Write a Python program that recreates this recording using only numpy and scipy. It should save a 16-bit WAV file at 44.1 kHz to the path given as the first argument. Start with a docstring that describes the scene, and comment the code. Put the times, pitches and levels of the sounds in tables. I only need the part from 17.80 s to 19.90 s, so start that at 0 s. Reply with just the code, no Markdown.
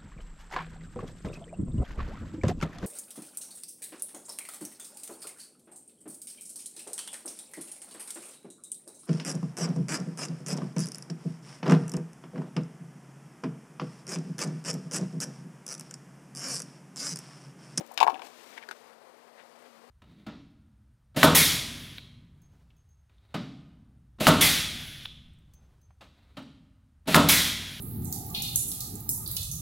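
"""In a parked car, a cordless screwdriver is put down on a plastic dashboard ledge and rocks to rest.
Hollow swings with ringing make the knocks; bursts of noise, tiny impacts and ringing make the clacks.
A hand slides away as shaped hiss; the trim creaks and snaps with noise and quickly falling notes.
The loose radio comes out with grainy scrapes and a thin squeak. Echoes and a short tail form the cabin.
Filtered noise and wavering tones give a steady airy hum; only the left channel carries sound."""
import sys
import numpy as np
from scipy import signal
from scipy.fft import rfft, irfft
from scipy.io import wavfile

SR = 44100
rng = np.random.default_rng(int(sys.argv[2]) if len(sys.argv) > 2 else 0)


def digitize_waveform(pressure):
    """Quantize a signal to 16-bit integers and store it at the path in sys.argv[1].

    Rows of a 2-D input are taken as channels; values are limited to [-1, 1].
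    """
    field = np.atleast_2d(pressure).T
    bounded = np.clip(field, -1, 1)
    quanta = np.round(bounded * 32767).astype(np.int16)
    wavfile.write(sys.argv[1], SR, quanta)


N = 92610
T = np.arange(N) / SR  # time of each sample/s


def amp(db):
    """Turns decibels into a plain gain."""
    return 10 ** (np.asarray(db) / 20)


def evened(x):
    """Scales a sound to an average strength (rms) of 1."""
    return x / np.sqrt(np.mean(x ** 2) + 1e-20)


def read(points, hz):
    """Reads a table between its points, on a logarithmic pitch axis."""
    f, value = np.transpose(points)
    return np.interp(np.log(hz + 1), np.log(f + 1), value)


def noise(colour):
    """Steady noise whose balance of low and high follows a table, with rms 1."""
    spectrum = rfft(rng.standard_normal(N))
    gain = amp(read(colour, np.fft.rfftfreq(N, 1 / SR)))
    return evened(irfft(spectrum * gain, N))


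def drift(hz):
    """Random wandering with rms 1 that mostly stays slower than the given rate."""
    spectrum = rfft(rng.standard_normal(N))
    slow_only = np.exp(-(np.fft.rfftfreq(N, 1 / SR) / hz) ** 2)
    return evened(irfft(spectrum * slow_only, N))


def fall(start, life):
    """A sudden start, then a smooth decay to 1/e in one life."""
    return (T >= start) * np.exp(-abs(T - start) / life)


def causal(db):
    """Packs a spectrum into a minimum-phase pulse of energy 1, which acts as early as it can."""
    log_gain = np.log(amp(np.r_[db, db[-2:0:-1]]))
    pulse = np.fft.ifft(np.exp(np.conj(signal.hilbert(log_gain)))).real
    return pulse / np.linalg.norm(pulse)


def add(mix, s, sound):
    """Mixes a sound in at a time in seconds."""
    part = mix[max(round(s * SR), 0):][:len(sound)]
    part += sound[:len(part)]


def air():
    """A steady rush of noise, with fan tones that waver in pitch and level."""
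    # colour of the rush: f/Hz, relative level/dB
    rush_colour = [(30, -36), (90, -26), (150, -12), (195, -12), (235, -12), (280, -12), (450, 1.5),
                   (600, 0.5), (1100, -3), (1500, -8.5), (1900, -10), (3400, -25), (4700, -18),
                   (6400, -34.5), (9000, -23.5), (12000, -31), (15000, -35.5)]
    # fan tones: f/Hz, level/dB
    fan_tones = [(235, -64.5), (464, -70), (544, -70), (694, -71)]
    wander_hz, waver_db = 5, 2.5
    rush_db, flutter_db = -53, 1.1
    hum = np.zeros(N)
    for hz, db in fan_tones:
        turns = np.cumsum(hz + wander_hz * drift(21.4)) / SR
        tone = np.sin(2 * np.pi * turns) * amp(waver_db * drift(2.2))
        hum += amp(db) * evened(tone)
    return hum + amp(rush_db) * noise(rush_colour) * amp(flutter_db * drift(25))


def hand():
    """Thin finger ticks on the tool and the hiss of skin sliding over plastic."""
    # light ticks of the fingers: t/s, level/dB
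    touches = [(.009, -43.5), (0.064, -44.5), (0.075, -48), (0.1185, -43), (.138, -43), (0.142, -41.5)]
    # colour of a tick: f/Hz, relative level/dB
    tick_colour = [(500, -3), (3000, -5), (7000, 5), (11000, 2.5), (14500, 7.5)]
    # rise and fall of the sliding hiss: t/s, level/dB
    slide_level = [(0, -58), (.42, -57), (.452, -47.5), (.51, -53), (.6, -51), (.7, -51.5), (.765, -50.5),
                   (.805, -58), (1.0, -56), (1.2, -63), (1.42, -61), (1.52, -62), (1.72, -60), (1.87, -58),
                   (2.1, -61.5)]
    # colour of the hiss: f/Hz, relative level/dB
    slide_colour = [(120, -39), (250, 8.5), (1000, -0.5), (2300, 3.5), (4500, -1), (8000, -5), (12000, -11),
                    (15000, -9.5)]
    tick_life_s, unevenness_db = 0.0033, 0.84
    tick_level = sum(amp(db) * fall(s, tick_life_s) for s, db in touches)
    ticks = noise(tick_colour) * tick_level
    hiss_db = np.interp(T, *np.transpose(slide_level)) + unevenness_db * drift(87)
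    return ticks + noise(slide_colour) * amp(hiss_db)


def rubs(moments, colour):
    """Grainy friction: noise with a fluttering level swells and dies away around each moment."""
    grain_db = 1.6
    level = sum(amp(db) * np.exp(-abs((T - s) / half) ** 1.17) for s, half, db in moments)
    return level * evened(noise(colour) * amp(grain_db * drift(540)))


def bumps():
    """Dull bumps of handling, made as short swells of mostly low noise."""
    # bumps: t of the peak/s, half length/s, level/dB
    moments = [(.011, 0.007, -31.5), (.246, 0.0027, -37), (.335, 0.024, -41)]
    # colour of a bump: f/Hz, relative level/dB
    colour = [(40, -9), (160, -64), (260, 13.5), (450, -5.5), (750, 4), (1300, -15.5), (4000, -23),
              (15000, -48)]
    return rubs(moments, colour)


def scrapes():
    """Plastic rubs on plastic in short, grainy swells of noise."""
    # scrapes: t of the peak/s, half length/s, level/dB
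    moments = [(.728, 0.0046, -47.5), (.779, 0.008, -40), (.828, 0.011, -44), (.921, 0.0052, -45.5),
               (1.6, 0.02, -48.5), (1.86, 0.01, -52)]
    # colour of a scrape: f/Hz, relative level/dB
    colour = [(200, -24), (900, 9), (1200, 0), (1600, 9), (2100, 8), (3500, -1.5), (5500, -12),
              (15000, -40)]
    return rubs(moments, colour)


def squeak():
    """The radio slides out with a faint, thin tone that swells and fades and wavers slightly."""
    peak_s, half_s, hz, db = 1.84, .05, 9442, -79
    swell = np.exp(-((T - peak_s) / half_s) ** 2)
    return amp(db) * swell * np.sin(2 * np.pi * hz * T + drift(100))


def snaps():
    """Trim lets go with a crack that carries the panel's body, and a short note that drops in pitch."""
    # snaps of the trim: t/s, level/dB, f/Hz, crack level/dB
    events = [(0.7801, -30.5, 2030, -7), (0.8268, -39, 2160, -11), (0.8365, -38, 1700, -9),
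              (.8884, -27, 1540, -4), (0.9112, -24, 1440, -2)]
    # colour of the crack: f/Hz, relative level/dB
    crack_colour = [(150, -15), (400, 8), (600, 3), (900, 12), (1200, -15), (3500, 1.5), (15000, -15.5)]
    rise_s, crack_life_s = 0.00093, 0.0036
    sharp_share, settle_s = 0.89, 0.00031  # the note starts sharp by this share and settles
    out, t = np.zeros(N), T[:SR // 20]
    colour = causal(read(crack_colour, np.fft.rfftfreq(2048, 1 / SR)))
    for s, db, hz, crack_db in events:
        turns = np.cumsum(hz * (1 + sharp_share * np.exp(-t / settle_s))) / SR
        note = t / rise_s * np.exp(1 - t / rise_s) * np.sin(2 * np.pi * turns)
        burst = rng.standard_normal(len(t)) * np.exp(-t / crack_life_s)
        crack = signal.fftconvolve(burst, colour)[:len(t)]
        add(out, s, amp(db) * (note + amp(crack_db) * crack / 2))
    return out


def knocks():
    """The hollow ledge swings for three or four cycles and rings on; a few echoes sound the same way."""
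    # hollow knocks of the ledge and a few of their echoes: t of the peak/s, level/dB, f/Hz
    knocks_and_echoes = [(.0105, -32, 685), (0.1152, -30.5, 800), (.2051, -18, 815), (.2129, -3.3, 900),
                         (.22875, -.9, 915), (.2685, -7.3, 870), (.28245, -3.6, 945), (.2767, -14.5, 970),
                         (.298, -25, 900), (.3058, -21.5, 940), (.3223, -30, 940), (0.3453, -29.5, 860),
                         (.3627, -33, 744), (0.3964, -32, 830), (.421, -30, 830), (.4705, -36, 810),
                         (1.825, -46, 614), (1.861, -42, 613)]
    # what the dashboard rings with: f/Hz, level/dB, time to fall by 60 dB/s
    ledge_modes = [(256, -47, 0.19), (332.5, -42, 0.24), (428, -34, 0.27), (636, -28, 0.12),
                   (705, -35, 0.19), (763, -32, .15), (953, -35, 0.11), (1078, -35.5, .145)]
    swing_width_s, top_hz = 0.001, 1550
    push_db, push_hz, push_width_s = -32, 476, 0.0025
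    lead_s = .005  # room for the swing to build up before its peak
    out, t = np.zeros(N), T[:SR // 3]
    u = t - lead_s
    ring = np.zeros(len(t))
    for hz, db, t60 in ledge_modes:
        ring += (u > 0) * amp(db - 60 * abs(u) / t60) * np.cos(2 * np.pi * hz * u)
    ring *= np.clip(u / 0.0036, 0, 1)  # the ringing fades in after the peak
    push = amp(push_db) * np.exp(-.5 * (u / push_width_s) ** 2) * np.sin(2 * np.pi * push_hz * u)
    for s, db, hz in knocks_and_echoes:
        swing = np.exp(-.5 * (u / swing_width_s) ** 2) * np.cos(2 * np.pi * hz * u)
        add(out, s - lead_s, amp(db) * (swing + push + ring))
    return signal.sosfiltfilt(signal.butter(6, top_hz, fs=SR, output="sos"), out)


def clacks():
    """The hard shell hits with a crack, uneven micro-impacts and a ring that differs each time."""
    # contacts of the tool's shell: t/s, level/dB, treble tilt/dB per octave, body boost/dB
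    contacts = [(0.1715, -25, -11, 8), (.1764, 1.5, -2, -3), (.1893, -12, -7, 5), (.2034, 0.5, -1.5, -2),
                (0.2075, -8, -3, -2), (.2148, -5, -1.5, 3), (0.2298, 0, 1.5, 7), (0.267, -7.5, 6, 27),
                (0.276, -4.5, -2, 12), (0.2968, -18.5, 2, 8), (0.301, -12.5, -2, 3), (0.3196, -29.5, 3, 0),
                (0.3436, -19.5, -3.5, -17), (0.356, -17.5, -16, 27), (0.377, -24.5, -35, 0),
                (.3946, -19, -2.5, 14), (.4192, -15.5, -1, 7.5), (0.469, -23.5, 7.5, -8)]
    # colour of a contact: f/Hz, relative level/dB
    shell_colour = [(120, -30.5), (330, -7.5), (560, -5), (750, 2.5), (1300, -2), (1650, -3), (2000, -7),
                    (2300, 8), (3000, 3.5), (4300, -2.5), (6000, -7.5), (9000, -14.5), (15000, -17.5)]
    # what the shell rings with: f/Hz, level/dB, time to fall by 60 dB/s
    shell_modes = [(1620, -34, .045), (2320, -27, .03), (2720, -22, .012), (3010, -30, .045),
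                   (3510, -33, .034), (5230, -31, .014)]
    crack_life_s, rattle_life_s = .0012, .0065
    rattle_db, rattle_per_s = -3.5, 2000
    tilt_above_hz, body_below_hz = 2500, 2100
    out, t = np.zeros(N), T[:SR // 10]
    hz = np.fft.rfftfreq(2048, 1 / SR)
    octaves_up = np.log2(np.maximum(hz / tilt_above_hz, 1))
    body_share = 1 / (1 + (hz / body_below_hz) ** 20)
    mode_hz, mode_db, t60 = np.transpose(shell_modes)[:, :, None]
    for s, db, tilt_db, body_db in contacts:
        crack = rng.standard_normal(len(t)) * np.exp(-t / crack_life_s)
        rattle = rng.standard_normal(len(t)) * np.exp(-t / rattle_life_s)
        rattle *= rng.random(len(t)) < rattle_per_s / SR  # keep only scattered impacts
        force = .8 * crack / np.linalg.norm(crack)
        force += amp(rattle_db) * rattle / np.linalg.norm(rattle)
        force[0] += .5  # the first touch
        colour = causal(read(shell_colour, hz) + tilt_db * octaves_up + body_db * body_share)
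        # chance shifts in how strongly, and at what pitch, each part of the shell rings
        struck_db = mode_db + rng.uniform(-15.9, 3, mode_db.shape)
        struck_hz = mode_hz * (1 + rng.uniform(-.0128, .02, mode_hz.shape))
        ring = (amp(struck_db - 60 * t / t60) * np.sin(2 * np.pi * struck_hz * t)).sum(0)
        hit = signal.fftconvolve(force, colour)[:len(t)]
        add(out, s, amp(db) * (hit + ring))
    return out


def cabin(x, wet_db):
    """Adds a few close reflections and a short diffuse tail that dies at its own rate at each pitch."""
    # first reflections in the cabin: delay/s, level/dB
    echoes = [(.00545, -10), (.0103, -18), (.0156, -16)]
    # how long the tail lasts: f/Hz, time to fall by 60 dB/s
    tail_t60 = [(200, 0.83), (900, 0.31), (2500, 0.021), (6000, 0.053), (14000, 0.057)]
    out = x.copy()
    for delay, db in echoes:
        add(out, delay, amp(db) * x)
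    hz, t, z = signal.stft(rng.standard_normal(SR // 2), SR, nperseg=128)
    fading = amp(-60 * t / read(tail_t60, hz)[:, None])
    tail = signal.istft(z * fading, SR, nperseg=128)[1]
    tail *= np.minimum(T[:len(tail)] / 0.0017, 1)  # short fade-in
    tail /= np.linalg.norm(tail)
    return out + amp(wet_db) * signal.fftconvolve(x, tail)[:N]


def scene():
    """All sources on the left channel; small plastic parts radiate little bass."""
    knock_wet_db, clack_wet_db, trim_wet_db = -24, -8, -24  # strength of the cabin's tail
    trim = snaps() + squeak() + scrapes() + bumps()
    parts = hand() + cabin(trim, trim_wet_db)
    parts += cabin(knocks(), knock_wet_db) + cabin(clacks(), clack_wet_db)
    less_bass = signal.butter(3, 170, "high", fs=SR, output="sos")
    left = signal.sosfilt(less_bass, parts) + air()
    return np.array([left, np.zeros(N)])


def record(dry):
    """Clips peaks at full scale, then removes the highest treble."""
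    edge_hz = 15400
    low_pass = signal.firwin(255, edge_hz, window=("kaiser", 9), fs=SR)
    return signal.oaconvolve(np.clip(dry, -1, 1), low_pass[None], "same")


dry = scene()
out = record(dry)
digitize_waveform(out)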